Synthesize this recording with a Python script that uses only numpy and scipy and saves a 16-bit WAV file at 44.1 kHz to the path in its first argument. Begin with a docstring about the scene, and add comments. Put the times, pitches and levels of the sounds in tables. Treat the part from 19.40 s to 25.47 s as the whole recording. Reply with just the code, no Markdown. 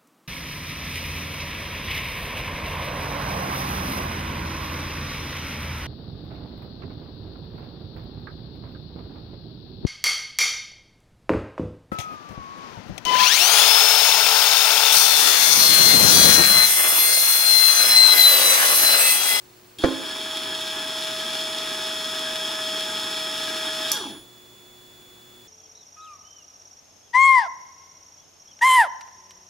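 """On a workbench in a humming room, a small DC gear motor starts with a knock and runs for four seconds.
Its controller chops the current on and off very fast, which makes the coils sing. The gears rattle,
the brushes rasp and squeal on the commutator (the spinning contact), and the shaft's tones sound
through the housing. A sharp click ends the run, the shaft winds down, and a faint whine stays."""
import sys
import numpy as np
from scipy import signal
from scipy.fft import rfft, irfft, next_fast_len
from scipy.io import wavfile
from scipy.ndimage import map_coordinates

SR = 44100
rng = np.random.default_rng(int(sys.argv[2]) if len(sys.argv) > 2 else 0)


def master_out(mix):
    """Clip the mix to full scale and print it as 16-bit PCM to the path in sys.argv[1]."""
    frames = np.transpose(np.atleast_2d(mix))
    ceiling = np.clip(frames, -1, 1)
    pcm = np.round(ceiling * 32767).astype(np.int16)
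    wavfile.write(sys.argv[1], SR, pcm)


N = 267907
ON_S, OFF_S = .3855, 4.508  # the power comes on, and starts to fall
TIME = np.arange(N) / SR


def amp(db):
    return 10 ** (np.asarray(db) / 20)

def unit(x):
    return x / np.sqrt(np.mean(x ** 2) + 1e-20)

def since(start):
    return np.maximum(TIME - start, 0)

def rise(start, time_s):
    """A climb from 0 to 1, fast at first and then slower."""
    return 1 - np.exp(-since(start) / time_s)

def decay(start, t60, attack):
    """The loudness of a blow: a quick rise, and a fade of 60 dB in t60 seconds."""
    return amp(-60 * since(start) / t60) * rise(start, attack)

def along(points, hz):
    """Read between the rows of a table, on a log scale."""
    f, v = np.transpose(points)
    return np.interp(np.log(hz + 1), np.log(f + 1), v)

def wobble(rate):
    """A smooth curve through `rate` random values a second."""
    return map_coordinates(rng.standard_normal(int(N * rate / SR) + 4), [TIME * rate])

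def filtered(x, gain):
    """Turn each frequency up or down by gain(hz)."""
    m = next_fast_len(N + SR // 2)
    return irfft(rfft(x, m) * gain(np.fft.rfftfreq(m, 1 / SR)), m)[..., :N]

def shaped(x, curve):
    """Filter by a table of (frequency [Hz], gain [dB])."""
    return filtered(x, lambda hz: amp(along(curve, hz)))

def noise(spectrum):
    return unit(shaped(rng.standard_normal(N), spectrum))

def ring(notes, start, attack):
    """A struck object rings with several fading notes at once."""
    return sum(amp(db) * decay(start, t60, attack) * np.sin(2 * np.pi * hz * (TIME - start))
               for hz, db, t60 in notes)

def clatter(rate, spread_db):
    """Tiny random hits of uneven size, about `rate` a second."""
    hits = rng.random(N) < rate / SR
    return unit(hits * rng.standard_normal(N) * amp(spread_db * rng.standard_normal(N)))


# The hush of the room: (frequency [Hz], relative level [dB])
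AIR_NOISE = [(12, -49), (20, -12), (115, -10.5), (305, -8), (361, -9), (414, -10.5), (1910, -17.5),
             (4290, -18.5), (13000, -26), (15400, -22)]
# How much that hush differs between the ears: (frequency [Hz], gain [dB])
AIR_WIDTH = [(60, -19), (200, -10), (400, -4), (800, 0.5), (2400, -1), (4400, -6), (8000, 2), (15000, -23)]

def air():
    """Room air: nearly the same in both ears in the bass, all around in the middle range."""
    mid = noise(AIR_NOISE)
    side = shaped(noise(AIR_NOISE), AIR_WIDTH)
    return amp(-54) * np.array([mid + side, mid - side])

# The room's low hum: (frequency [Hz], level [dB])
HUM_TONES = [(120.2, -65.5), (240.4, -69.5), (360.6, -59), (480.8, -75.5)]
# The thin whistle of electronics: (frequency [Hz], level [dB])
WHISTLE_TONES = [(15574, -70), (15622, -64), (15676, -69)]

def hum_and_electronics(chirp_hz=4350):
    """A steady hum, and electronics that whistle and chirp 25 times a second."""
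    def tones(table, waver):
        return np.sqrt(2) * sum(amp(db) * np.sin(2 * np.pi * hz * TIME + waver * wobble(3.96))
                                for hz, db in table)
    bursts = np.sin(np.pi * 25 * TIME) ** 6
    chirps = amp(-61) * bursts * np.sin(2 * np.pi * chirp_hz * TIME + wobble(200))
    return tones(HUM_TONES, waver=.21) + tones(WHISTLE_TONES, waver=.1) + chirps

# How long the room echoes: (frequency [Hz], time to fade 60 dB [s])
ROOM_FADE = [(100, 0.45), (300, 0.56), (2000, 0.44), (6000, 0.42), (15000, 0.14)]

def room_echo(x):
    """A wash of echoes for each ear; each frequency dies at its own speed."""
    hz, t, hiss = signal.stft(rng.standard_normal((2, SR // 2)), SR, nperseg=256)
    tail = signal.istft(hiss * amp(-60 * t / along(ROOM_FADE, hz)[:, None]), SR, nperseg=256)[1]
    tail = tail + .4 * tail[::-1]  # both ears hear much the same echoes
    delayed = np.pad(x, (SR // 300, 0))
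    return signal.fftconvolve(delayed[None], tail / np.linalg.norm(tail[0]), axes=1)[:, :N]

# How much the bench's echoes differ between the ears: (frequency [Hz], gain [dB])
BENCH_WIDTH = [(50, -28), (150, -18), (350, -12), (1200, -5), (3000, -10.5), (6000, -4), (13000, -38)]

def spread(x, lead_s=.000012):
    """The left ear is slightly nearer; echoes off the bench reach the two ears differently."""
    echoes = rng.standard_normal(SR // 80) * np.linspace(1, 0, SR // 80)
    side = shaped(signal.fftconvolve(x, echoes / np.linalg.norm(echoes))[:N], BENCH_WIDTH)
    lead = lambda hz: np.exp(1j * np.pi * hz * lead_s * np.array([[1], [-1]]) / (1 + (hz / 7000) ** 2))
    return filtered(x, lead) + np.array([side, -side])

def place(x, left_db, lead_rad):
    """Steady tones reach the left ear a little ahead, and louder or softer than the right."""
    sides = np.array([[1], [-1]]) / 2
    return amp(left_db * sides) * filtered(x, lambda hz: np.exp(1j * lead_rad * sides))

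# The switch's ring: (frequency [Hz], relative level [dB], time to fade 60 dB [s])
SWITCH_NOTES = [(5900, -1, 0.024), (5820, 4, 0.029), (6780, 0, .03), (8100, -2, 0.018), (10300, -2, 0.013),
                (11600, -1, .006)]
# Its burst of noise: (frequency [Hz], relative level [dB])
SNAP_NOISE = [(1760, -41), (3000, -22), (5920, -7), (8520, -13), (9330, -8), (11700, -2), (13900, -11),
              (16000, -26)]

def switch_click(start=4.5173):
    """A hard, bright contact snaps as the power is cut."""
    snap = amp(-9) * noise(SNAP_NOISE) * decay(start, t60=.011, attack=.0002)
    return amp(-22) * ring(SWITCH_NOTES, start, attack=.0002) + snap

def low_thump(centre_s=.443, width_s=.0026):
    """One low thump with the knock, mostly in the right ear."""
    offset = (TIME - centre_s) / width_s
    return amp([[-29], [-11]]) * offset * np.exp(-offset ** 2 / 2)

# The gears take up their slack: (time [s], ring level [dB], thud level [dB])
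GEAR_BLOWS = [(.437, -17, -12), (0.444, -36, -14.5), (0.4542, -37, -20), (0.485, -38, -29)]
# The gearbox rings on the bench: (frequency [Hz], relative level [dB], time to fade 60 dB [s])
BENCH_NOTES = [(113, -8, 0.08), (180, -9, 0.12), (268, -1.5, 0.6), (325.3, -4.5, 0.36), (348, -3, 0.19),
               (449, 0.5, 0.18), (539.6, -7, 0.28), (602, -13, 0.2), (856, -13.5, 0.18), (1050, -9.5, 0.26),
               (1417, -4.5, .06)]
# The dull noise of each blow: (frequency [Hz], relative level [dB])
THUD_NOISE = [(50, -33), (110, -16), (170, -9), (380, 2), (500, -3.5), (800, -15.5), (1400, -14.5),
              (2100, -23.5), (3500, -25), (6000, -34), (15000, -59)]

def gear_knock():
    """The gears slam home: a brief hard contact, a dull rattle, and the gearbox rocking on the bench."""
    sound = np.zeros(N)
    for start, ring_db, thud_db in GEAR_BLOWS:
        contact = decay(start, t60=.02, attack=.0012)
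        rattle = decay(start, t60=.047, attack=.00065)
        sound += amp(thud_db) * noise(THUD_NOISE) * (contact + rattle)
        sound += amp(ring_db) * ring(BENCH_NOTES, start, attack=.0011)
    return sound

# The coils' tones: (multiple of the chopping rate, level at full current [dB], holding level [dB],
# how strongly the tone follows the current [exponent])
COIL_TONES = [(1, -37, -55, 1.3), (2, -53.5, -65, 0.81), (3, -50, -72, .45), (4, -67, -71, 1.0)]

def coil_whine(chop_hz=3438.7, flutter=.048):
    """Chopped current makes the coils sing; a weak holding current remains after the stop."""
    ramp_down = np.maximum(1 - since(OFF_S) / .34, 0)
    current = (.4 + .6 * rise(ON_S, time_s=.47)) * ramp_down
    whine = np.zeros(N)
    for k, drive_db, hold_db, power in COIL_TONES:
        level = amp(drive_db) * current ** power * (1 + flutter * wobble(40)) + amp(hold_db)
        whine += level * np.sin(2 * np.pi * k * chop_hz * TIME)
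    return np.sqrt(2) * (TIME > ON_S) * whine

def coasting(stop_s=.34):
    """The share of speed left as friction stops the shaft, more gently towards the end."""
    return np.maximum(1 - since(OFF_S) / stop_s, 0) ** 1.25

def braking():
    """How hard the gears push back while the shaft winds down (0 to 1)."""
    return .77 * rise(OFF_S, time_s=.027)

def shaft_speed(run_hz=63.615, extra_hz=.16, settle_at_s=2.07):
    """Turns per second: a quick start, a slightly fast run that settles, a coast to rest."""
    extra = extra_hz * (1 - np.tanh((TIME - settle_at_s) / .12)) / 2
    return (run_hz + extra) * rise(ON_S, time_s=.03) * coasting()

def loudness(run_db, swell_db, swell_s, fade_power, brake_db):
    """A part of the motor's sound starts at once, swells to run_db, then fades with the speed."""
    db = run_db - swell_db * (1 - rise(ON_S, swell_s)) + brake_db * braking()
    return (TIME > ON_S) * amp(db) * coasting() ** fade_power

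def brush_squeal(pitch_hz=3275):
    """The brushes chatter on the commutator in one wandering tone, which beats against the whine."""
    level = loudness(run_db=-39, swell_db=4, swell_s=.9, fade_power=.9, brake_db=-4)
    level *= amp(2.5 * wobble(18))
    return np.sqrt(2) * level * np.sin(2 * np.pi * pitch_hz * TIME + .8 * wobble(45) + 3 * wobble(6))

def low_pass(hz, split_hz=2300):
    """The gears fill the range below the split, the brushes the range above."""
    return 1 / np.sqrt(1 + (hz / split_hz) ** 8)

def gear_rattle(turns, speed):
    """The roughness lies along the teeth, so the rattle sinks in pitch as the shaft slows."""
    teeth = amp(-28.5) * clatter(rate=900, spread_db=2.5) + amp(-29) * rng.standard_normal(N)
    rattle = map_coordinates(filtered(teeth, low_pass), [turns * SR / speed.max()])
    level = loudness(run_db=-.28, swell_db=2.5, swell_s=.7, fade_power=.63, brake_db=2)
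    return rattle * level * amp(.36 * wobble(14))

def brush_rasp(turns, throb=.31):
    """Two sparking brushes spit at switch-on, then make a rasp that swells twice a turn."""
    sparks = amp(-30.5) * clatter(rate=1500, spread_db=4) + amp(-29.5) * rng.standard_normal(N)
    level = loudness(run_db=0, swell_db=5, swell_s=.53, fade_power=1.3, brake_db=-2)
    flicker = amp(.98 * wobble(16) + wobble(90))
    rasp = sparks * (1 + throb * np.cos(4 * np.pi * turns)) * level * flicker
    spit = amp(-26.5) * rng.standard_normal(N) * decay(ON_S, t60=.03, attack=.0003)
    return filtered(rasp + spit, lambda hz: np.sqrt(1 - low_pass(hz) ** 2))

# Tones of the commutator and gears: (multiple of the shaft speed, relative level [dB])
SHAFT_TONES = [(3, -52), (7, -51), (10, -33), (14, -57), (20, -41), (30, -42), (40, -42), (49, -54),
               (60, -50), (72, -54), (80, -42), (81, -54), (82, -45), (83, -52), (84, -40), (85, -53),
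               (86, -53), (88, -47), (89, -52), (90, -47), (98, -47), (99, -50), (100, -40), (110, -47),
               (112, -52), (116, -52), (159, -48), (195, -49)]
# How braking changes them: (multiple of the shaft speed, change at full braking [dB])
BRAKE_CHANGE = [(10, -1), (20, 5), (30, 5), (40, -5), (80, -8)]

def shaft_tones(turns):
    """Ten commutator bars, the gear teeth and the scratches under the brushes repeat with each turn."""
    brake = braking()
    tones = np.zeros(N)
    for k, db in SHAFT_TONES:
        strength = amp(db + brake * along(BRAKE_CHANGE, k)) * (1 + .12 * wobble(7))
        phase = 2 * np.pi * (k * turns + rng.random())
        looseness = .7 * brake * wobble(90)  # loose teeth roughen the tone under braking
        tones += strength * np.sin(phase + looseness)
    # the scratches add many high, close tones, the even multiples stronger
    multiple = np.arange(1025)
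    present = (multiple > 100) * (multiple < 225) * ~np.isin(multiple, np.transpose(SHAFT_TONES)[0])
    size = present * amp(-7 * (multiple % 2) + rng.standard_normal(len(multiple)))
    one_turn = unit(irfft(size * np.exp(2j * np.pi * rng.random(len(multiple)))))
    scratches = map_coordinates(one_turn, [turns % 1 * len(one_turn)], mode="grid-wrap")
    level = loudness(run_db=0, swell_db=8, swell_s=.85, fade_power=.83, brake_db=-5)
    level *= rise(ON_S, time_s=.063)  # the tones build as the shaft comes up to speed
    return level * (np.sqrt(2) * tones + amp(-32 - 10 * brake) * scratches)

# How well the motor's case passes sound: (frequency [Hz], gain [dB])
HOUSING_CURVE = [(30, -15.5), (130, -11), (200, -12.5), (550, -10), (760, -10), (1000, -2), (2100, -7),
                 (4000, -3), (6500, -11.5), (9000, -17), (11500, -16.5), (14500, -26), (16000, -28)]
# Where its panels ring: (frequency [Hz], width [Hz], boost [dB])
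PANEL_PEAKS = [(285, 185, 13.6), (416, 90, 6.6), (669, 75, 6.9), (849, 88, 9.6), (1123, 142, 1.1),
               (1423, 89, 6.5), (1628, 75, 10.4), (1702, 39, 9.8), (2339, 98, 8.8), (2638, 107, 4.7),
               (2917, 103, 8.3), (3150, 105, 6.9), (3292, 113, 15.7), (3506, 150, 9.7), (3696, 116, 10.7),
               (4355, 132, 8.2), (5216, 331, 8.0), (5774, 100, 4.9), (7364, 859, 5.5), (10169, 804, 5.7)]

def housing(hz):
    """The motor's case and gearbox colour the sound with a broad slope and ringing panels."""
    peaks_db = sum(db / (1 + (2 * (hz - centre) / width) ** 4) for centre, width, db in PANEL_PEAKS)
    cepstrum = irfft(np.log(amp(along(HOUSING_CURVE, hz) + peaks_db)))
    half = len(cepstrum) // 2
    # folding onto the first half makes the panels ring after a hit, never before it
    return np.exp(rfft(np.r_[cepstrum[0], 2 * cepstrum[1:half], np.zeros(half)]))

def motor():
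    """The turning shaft makes a rattle and a set of tones, both heard through the housing."""
    speed = shaft_speed()
    turns = np.cumsum(speed) / SR
    rattle = gear_rattle(turns, speed) + brush_rasp(turns)
    return filtered(np.array([rattle, shaft_tones(turns)]), lambda hz: housing(hz) * hz / (hz + 10))

def scene():
    """Motor, knock and click on the bench; the room echoes the rattle, the knock and the click."""
    rattle, tones = motor()
    knock, click = gear_knock(), switch_click()
    steady = place(tones + brush_squeal() + hum_and_electronics(), left_db=1.5, lead_rad=.39)
    whine = place(coil_whine(), left_db=-2.5, lead_rad=.12)
    echo = room_echo(amp(-8.5) * rattle + amp(-12) * knock + amp(-3.5) * click)
    return spread(amp(-.7) * rattle + knock + click) + steady + whine + low_thump() + echo + air()

def record(dry, top_hz=15850):
    """The very highest treble is cut away."""
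    return filtered(dry, lambda hz: hz < top_hz)


dry = scene()
out = record(dry)
master_out(out)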